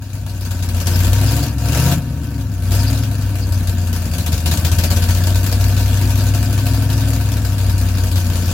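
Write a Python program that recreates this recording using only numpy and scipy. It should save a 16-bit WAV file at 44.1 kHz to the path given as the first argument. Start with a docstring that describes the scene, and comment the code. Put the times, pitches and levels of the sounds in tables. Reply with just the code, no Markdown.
"""A big V8 idles in a small wooden garage, heard from the open door behind its tailpipes.
The sound swells in as the speed wanders. Each firing pushes a low pulse and a puff of rasping gas
out of the pipes, and the garage rings. Near 2 s one short blip of the throttle lifts the speed.
From about 4 s the engine sags into a lumpy, spitting chug, then recovers by 7 s and eases off again.
All along, its deep notes swell and fade as they slide through the resonances of mufflers and garage."""
import sys
import numpy as np
from scipy import signal
from scipy.fft import rfft, irfft, next_fast_len
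from scipy.io import wavfile
from scipy.ndimage import uniform_filter1d

SR = 44100
rng = np.random.default_rng(int(sys.argv[2]) if len(sys.argv) > 2 else 0)


def log_audio(samples):
    """Write samples as a 16-bit WAV file to the path given in sys.argv[1]."""
    # one column per channel
    frames = np.atleast_2d(samples).T
    # limit to full scale, then quantise
    limited = np.clip(frames, -1, 1)
    pcm = np.round(limited * 32767).astype(np.int16)
    wavfile.write(sys.argv[1], SR, pcm)


N = 376173
TIME = np.arange(N) / SR


# How fast the engine runs: time_s, firings_per_s
SPEED = [(0.0, 101.26), (0.827, 88.42), (1.056, 92.02), (1.438, 112.76), (1.67, 106.05), (1.928, 137.16),
         (2.237, 112.76), (2.634, 92.13), (2.958, 104.94), (3.458, 94.81), (4.047, 86.64), (4.35, 80.8),
         (4.729, 84.69), (5.466, 94.98), (6.133, 98.3), (7.089, 104.07), (7.702, 95.18), (8.53, 88.22)]
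# How hard the fuel burns, compared with an easy idle: time_s, load_db
LOAD = [(0.0, -3), (0.72, -1), (0.92, 4.5), (1.4, 4.5), (1.56, -9.5), (1.66, 2), (1.78, 7.5), (1.93, 7),
        (2.02, -11), (2.6, -10.5), (2.74, 3.5), (2.9, 0.3), (3.1, -5), (4.1, -2.8), (4.4, 0.3), (4.5, 3),
        (5.6, 2.1), (7.0, 0.7), (7.5, -2), (8.53, 1)]
def engine(idle_hz=95, shut_hz_per_s=93):
    """The engine runs rougher when slow or coasting; slowing by shut_hz_per_s means a shut throttle."""
    firing_hz, load_db = curve(SPEED), curve(LOAD)
    octaves = np.log2(firing_hz / idle_hz)
    slowing = -np.gradient(smooth(firing_hz, size=2000)) * SR
    coasting = np.clip(slowing / shut_hz_per_s, 0, 1)
    rough = 0.97 * (idle_hz / firing_hz) ** 4 + 1.4 * coasting
    return firing_hz, load_db, octaves, coasting, rough


# The eight cylinders in firing order: pulse_size_offset, puff_db
CYLINDERS = [(0.11, 1), (-0.54, -4), (0.22, 3), (0.9, 6), (-0.54, -4), (0.26, 1.5), (-0.18, 2.5),
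             (-0.28, -4.5)]
def cylinders(firing_hz):
    """The cylinders take turns; `at` holds the samples at which an exhaust valve opens."""
    firings = np.cumsum(firing_hz) / SR + 1.21
    at = np.flatnonzero(np.diff(np.floor(firings - .3)))
    pulse, puff_db = np.array(CYLINDERS)[firings[at].astype(int) % len(CYLINDERS)].T
    return firings / len(CYLINDERS), at, pulse, puff_db


# The strongest exhaust notes: waves_per_engine_cycle, base_db, db_per_octave_of_speed, waver_db
NOTES = [(5, -24, 1, 4.5), (8, -15.5, -6, 1.27), (10, -26.5, 7.5, 2), (13, -35.5, -9, 4.5),
         (16, -29.5, 4, 1), (20, -32, 5, 0.5), (21, -29, -1, 3.5), (22, -35, -2, 1)]
# How mufflers and garage favour some pitches: pitch_hz, gain_db
RESONANCES = [(50.0, -21), (60.0, 1.9), (80.0, -4.5), (95.0, 0.5), (104.0, 0.5), (114.0, -7), (128.0, -0.5),
              (168.0, -1.5), (186.0, -6.5), (200.0, -17), (216.0, -13), (238.0, -10.5), (252.0, -16.5),
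              (270.0, -3.5), (295.0, -6.5), (340.0, -22)]
def boom(cycles, cycle_hz, octaves, rough, swing, level_db):
    """Deep exhaust notes follow the engine's speed; in rough running each wavers on its own."""
    out = np.zeros(N)
    for multiple, base_db, db_per_octave, waver_db in NOTES:
        pitch_hz = multiple * cycle_hz
        # a note falls behind as it climbs through the garage's lowest resonance
        lag = np.arctan((pitch_hz - 55) / 3)
        wobble_db = waver_db * np.minimum(rough, 1) ** 2 * np.minimum(waver(), .5)
        note_db = base_db + db_per_octave * octaves + at_pitch(RESONANCES, pitch_hz) + wobble_db
        out += amp(note_db) * np.cos(2 * np.pi * multiple * cycles - lag)
    return amp(level_db) * np.sqrt(2) * out * (1 + swing)


# Tone of the uneven pulses after the mufflers: pitch_hz, gain_db
THROB_TONE = [(25, -20.5), (42, -26), (52, 7.5), (74, 9), (105, 9), (126, -9.5), (150, 7), (172, 1),
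              (198, -7.5), (222, 1.5), (262, -0.5), (295, -2.5), (320, -19.5), (420, -25), (900, -48.5)]
def throb(at, sizes, level_db):
    """No two pulses are the same size, which puts a burble around the notes."""
    return amp(level_db) * steady(pipe(clicks(at, sizes), THROB_TONE), size=4000)


# Tone of the puffs in the pipe: pitch_hz, gain_db
BARK_TONE = [(100, -30.5), (250, 4.5), (340, 2.5), (410, -4.5), (520, 0.5), (700, -1), (830, -4),
             (1100, -6), (1600, -4.5), (2000, -9.5), (2800, -9), (6000, -60)]
def bark(at, sizes, level_db, thump=5):
    """The steep front of each pulse and its puff of gas make the tailpipes ring."""
    kicks = clicks(at, sizes)
    drive = thump * kicks + puffs(kicks, rise_s=0.0014, fall_s=0.0096)
    return amp(level_db) * steady(garage(pipe(drive, BARK_TONE)), size=6000)


def puffs(kicks, rise_s, fall_s):
    """Each kick lets out a burst of swirling gas that swells and dies."""
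    t = np.arange(SR // 10) / SR
    shape = (1 - np.exp(-t / rise_s)) * np.exp(-t / fall_s)
    return signal.oaconvolve(kicks, shape / shape.max())[:N] * rng.standard_normal(N)


# Pitches at which the tailpipes ring: pitch_hz, width_hz, lift_db
PIPE_RINGS = [(347, 21, 8.5), (476.7, 32, 7.5), (566.7, 14, 8), (632, 25, 8.5), (709, 26, 12),
              (934.5, 45, 12), (1140, 60, 4), (1340, 39, 5.5), (1517, 38, 8.5), (1645, 50, 6),
              (1754, 41, 4.5), (2060, 42, 1.5), (2450, 95, 4), (4670, 350, 2.5)]
def pipe(x, tone, size=16384):
    """Gives a sound a broad tone with the ringing of the tailpipes on top."""
    hz = abs(np.fft.fftfreq(size, 1 / SR))
    peaks_db = sum(lift / (1 + (2 * (hz - pitch) / width) ** 2) for pitch, width, lift in PIPE_RINGS)
    log_gain = np.log(amp(at_pitch(tone, hz) + peaks_db))
    spectrum = np.exp(np.conj(signal.hilbert(log_gain)))  # rings after a kick, never before
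    ring = np.fft.ifft(spectrum).real[:size // 2]
    return signal.oaconvolve(x, ring / np.linalg.norm(ring))[:N]


def rasp(at, sizes, level_db):
    """Gas tears out of the pipe mouths in short jets over a weak steady flow."""
    gas = jets(clicks(at, sizes), flow=0.14, rise_s=0.0025, fall_s=0.0029, hang_s=0.02, echo=2.8)
    return amp(level_db) * steady(gas, size=4500)


# Tone of the gas jet at the pipe mouth: pitch_hz, gain_db
JET_TONE = [(500, -28), (1200, -10.5), (2000, -5), (2700, -1), (3600, 0), (4600, 1), (5700, -1),
            (7200, 0.5), (8400, -6), (10300, -2.5), (12000, -1), (13800, -4), (15300, -3.5), (16500, -3)]
def jets(kicks, flow, rise_s, fall_s, hang_s, echo):
    """Bursts of hissing gas; the garage scatters them into a tail that is different at each ear."""
    t = np.arange(SR // 4) / SR
    burst = ((1 - np.exp(-t / rise_s)) * np.exp(-t / fall_s)) ** 2
    tail = (1 - np.exp(-t / fall_s)) * np.exp(-t / hang_s)
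    shape = burst / burst.sum() + echo * tail / tail.sum()
    power = abs(signal.oaconvolve(kicks ** 2, shape / shape.max())[:N]) + flow ** 2
    return np.array([pipe(np.sqrt(power) * noise, JET_TONE) for noise in rng.standard_normal((2, N))])


# Hard burns that spit from the pipe and shove the engine: start_s, strength_db, bass_swell
SPITS = [(.131, -21, 0.25), (.409, -21.5, .1), (.45, -20.5, 0.13), (0.508, -18, 0.21), (0.625, -18, 0.4),
         (0.688, -21.5, 0.11), (0.745, -27, 0.53), (0.801, -18.5, 0.23), (0.871, -16.5, 0.17),
         (1.003, -18, 0.16), (2.974, -23, .05), (3.672, -20.5, 0.16), (3.929, -20.5, 0.28),
         (4.114, -25, 0.54), (4.182, -17.5, 0.52), (4.262, -15.5, 0.3), (4.32, -21, 0.98),
         (4.377, -23, 0.23), (4.459, -13, 1), (4.513, -13.5, 1), (4.573, -17, 0.49), (4.648, -12, 0.62),
         (4.717, -17, 0.52), (4.784, -16, 0.94), (4.837, -12.5, 0.62), (4.904, -15.5, 0.54),
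         (4.963, -16, 0.58), (5.021, -18.5, 0.68), (5.088, -17, 0.43), (5.148, -19.5, 0.12),
         (5.269, -20, 0.056), (5.463, -16.5, 0.11), (8.035, -24, 0.098), (8.115, -23, .05),
         (8.158, -19, .45)]
def spits(at, puff_db, load_db, small_chance=.045):
    """A hard burn ends in a loud jet that rings the pipe; strong cylinders add small spits by chance."""
    start_s, strength_db, _ = np.transpose(SPITS)
    spitting = rng.random(len(at)) < small_chance * amp(puff_db) ** 2 * (1 - lull()[at])
    small = spitting * amp(-23.5 + load_db + 1.5 * rng.standard_normal(len(at)))
    kicks = clicks((start_s * SR).astype(int) - SR // 1000, amp(strength_db)) + clicks(at, small)
    jet = jets(kicks, flow=0, rise_s=0.0024, fall_s=0.0041, hang_s=0.011, echo=3.6)
    ring = garage(pipe(puffs(kicks, rise_s=0.0023, fall_s=0.018), BARK_TONE))
    return amp(-5) * jet + amp(-13) * ring


def chug(rough, length_s=0.064, lag_s=.012, rock_hz=16.7, width_hz=6.4, depth=0.07):
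    """The bass swells just after each spit, and a rough-running engine also rocks at random."""
    start_s, _, swell = np.transpose(SPITS)
    shoves = clicks(((start_s + lag_s) * SR).astype(int), swell)
    humps = signal.oaconvolve(shoves, np.hanning(int(length_s * SR)), "same")
    size = next_fast_len(N, True)
    band = np.exp(-(2 * (np.fft.rfftfreq(size, 1 / SR) - rock_hz) / width_hz) ** 2)
    rocking = irfft(rfft(rng.standard_normal(size)) * band, size)[:N]
    return 2 * (humps - smooth(humps, size=3800)) + depth * rough * rocking / rocking.std()


def lull(lead_samples=1300):
    """1 just before each hard burn, when a weak firing leaves the fuel for it; otherwise 0."""
    at = (np.transpose(SPITS)[0] * SR).astype(int)
    ones = np.ones(len(at))
    on_off = clicks(at - lead_samples, ones) - clicks(at - lead_samples // 12, ones)
    return np.minimum(np.cumsum(on_off), 1)


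# Brief whistles at the pipe mouth: middle_s, pitch_hz, level_db
WHISTLES = [(.955, 5100, -34), (1.29, 4800, -32), (1.437, 4600, -28), (2.8, 5060, -31),
            (2.886, 4750, -29.5), (3.434, 4670, -33)]
def whistles(length_s=0.069, width_hz=550):
    """The jet whistles: a narrow band of hiss swells and fades within a few firings."""
    out = np.zeros((2, N))
    for middle_s, pitch_hz, level_db in WHISTLES:
        edges_hz = (pitch_hz - width_hz / 2, pitch_hz + width_hz / 2)
        band = signal.butter(2, edges_hz, "band", fs=SR, output="sos")
        size, start = int(length_s * SR), int((middle_s - length_s / 2) * SR)
        tone = signal.sosfilt(band, rng.standard_normal((2, size)))
        out[:, start:start + size] += amp(level_db) * tone / tone.std() * np.hanning(size)
    return out


def sputter(x, spread_db=2.3):
    """Random patches of louder and softer hiss give each puff its own tone."""
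    slices = signal.stft(x, SR, nperseg=512)[2]
    patches = uniform_filter1d(rng.standard_normal(slices.shape[1:]), size=7, axis=0)  # across pitch
    patches = uniform_filter1d(patches, size=5, axis=1)  # across time
    gain = amp(spread_db * patches / patches.std())
    return signal.istft(slices * gain / np.sqrt(np.mean(gain ** 2)), SR, nperseg=512)[1][:, :N]


# Time for the echo to drop 60 dB (below zero it grows instead): pitch_hz, fade_s
ECHO_FADE = [(200, 3), (1000, -0.3), (5000, .4), (15000, 5)]
# Strength of the echo compared with the direct sound: pitch_hz, level_db
ECHO_LEVEL = [(60, -24), (250, -19), (500, -15), (1000, -8.5), (2000, -1.5), (4000, 8.5)]
def garage(x, size=16384):
    """The walls add a short, dense echo to the direct sound, different at each ear."""
    hz, t, noise = signal.stft(rng.standard_normal((2, size)), SR, nperseg=256)
    shape = amp(-60 * t / at_pitch(ECHO_FADE, hz)[:, None])
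    shape /= np.sqrt((shape ** 2).mean(1, keepdims=True) * size)
    tail = signal.istft(noise * shape, SR, nperseg=256)[1][:, :size]
    echo = amp(at_pitch(ECHO_LEVEL, np.fft.rfftfreq(2 * size, 1 / SR)))
    response = (1 + echo * rfft(tail, 2 * size)) / np.sqrt(1 + echo ** 2)
    return signal.oaconvolve(x[None], irfft(response)[:, :size], axes=1)[:, :N]


def amp(db):
    """Turns decibels into a gain."""
    return 10 ** (np.asarray(db) / 20)


def curve(rows):
    """A time table's value at every sample."""
    return np.interp(TIME, *np.transpose(rows))


def at_pitch(rows, hz):
    """A pitch table's value at hz, with straight lines between rows on an octave scale."""
    pitch_hz, value = np.transpose(rows)
    return np.interp(np.log(hz + 1), np.log(pitch_hz), value)


def smooth(x, size):
    """A running average with soft edges."""
    return uniform_filter1d(uniform_filter1d(x, size), size)


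def steady(x, size):
    """Brings the slow level to 1 and keeps the single beats."""
    return x / np.sqrt(smooth(np.atleast_2d(x ** 2).mean(0), size) + 1e-18)


def clicks(at, sizes):
    """Clicks of the given sizes at the given samples."""
    return np.bincount(np.clip(at, 0, N - 1), sizes, N)


def waver(turns_per_s=11):
    """A slow random curve, about 1 in size."""
    points = rng.standard_normal(400)
    return np.interp(TIME * turns_per_s, np.arange(len(points)), points)


def scene(jitter_s=0.00015, scatter_db=3.65):
    """One engine times all layers; its speed and load set how loud they are."""
    firing_hz, load_db, octaves, coasting, rough = engine()
    cycles, at, pulse, puff_db = cylinders(firing_hz)
    burn, scatter, late = rng.standard_normal((len(at), 3)).T
    swing = chug(rough)
    jet_db = puff_db + scatter_db * scatter + 9 * swing[at]
    jet_db *= 1 - 0.44 * coasting[at]  # with the throttle shut, the jets are more alike
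    jet_db -= 3 * lull()[at]
    fired = at + (jitter_s * late * SR).astype(int)
    notes = boom(cycles, firing_hz / len(CYLINDERS), octaves, rough, swing,
                 level_db=0.36 * load_db - 4 * coasting)
    burble = throb(fired, pulse + 0.6 * rough[at] * burn,
                   level_db=-24 + 0.16 * load_db + 6.5 * octaves - 4.5 * swing)
    ring = bark(fired, amp(0.58 * jet_db), level_db=-33 + 0.74 * load_db + 5 * octaves)
    hiss = rasp(fired, amp(jet_db), level_db=-30 + load_db)
    gas = sputter(hiss + spits(fired, puff_db, load_db[at]) + whistles())
    return notes + burble + ring + gas


# How much louder the left side is: pitch_hz, left_over_right_db
LEFT_LEAN = [(60, 2), (250, 3.5), (1000, 1.5), (2000, 2.6), (4000, 2.5), (8000, 8), (13000, 3)]
def record(dry, fade_from_db=-10, fade_s=0.95, top_hz=16000):
    """The sound swells in; the left microphone hears more, and both lose the highest treble."""
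    size = next_fast_len(N)
    hz = np.fft.rfftfreq(size, 1 / SR)
    sides = amp(np.array([[1], [-1]]) * at_pitch(LEFT_LEAN, hz) / 2)
    fade = amp(fade_from_db * np.maximum(1 - TIME / fade_s, 0))
    heard = fade * irfft(rfft(dry, size) * sides / sides.mean(0), size)[:, :N]
    treble_cut = signal.firwin(511, top_hz, window=("kaiser", 9), fs=SR)
    return signal.oaconvolve(heard, treble_cut[None], "same")


dry = scene()
out = record(dry)
log_audio(out)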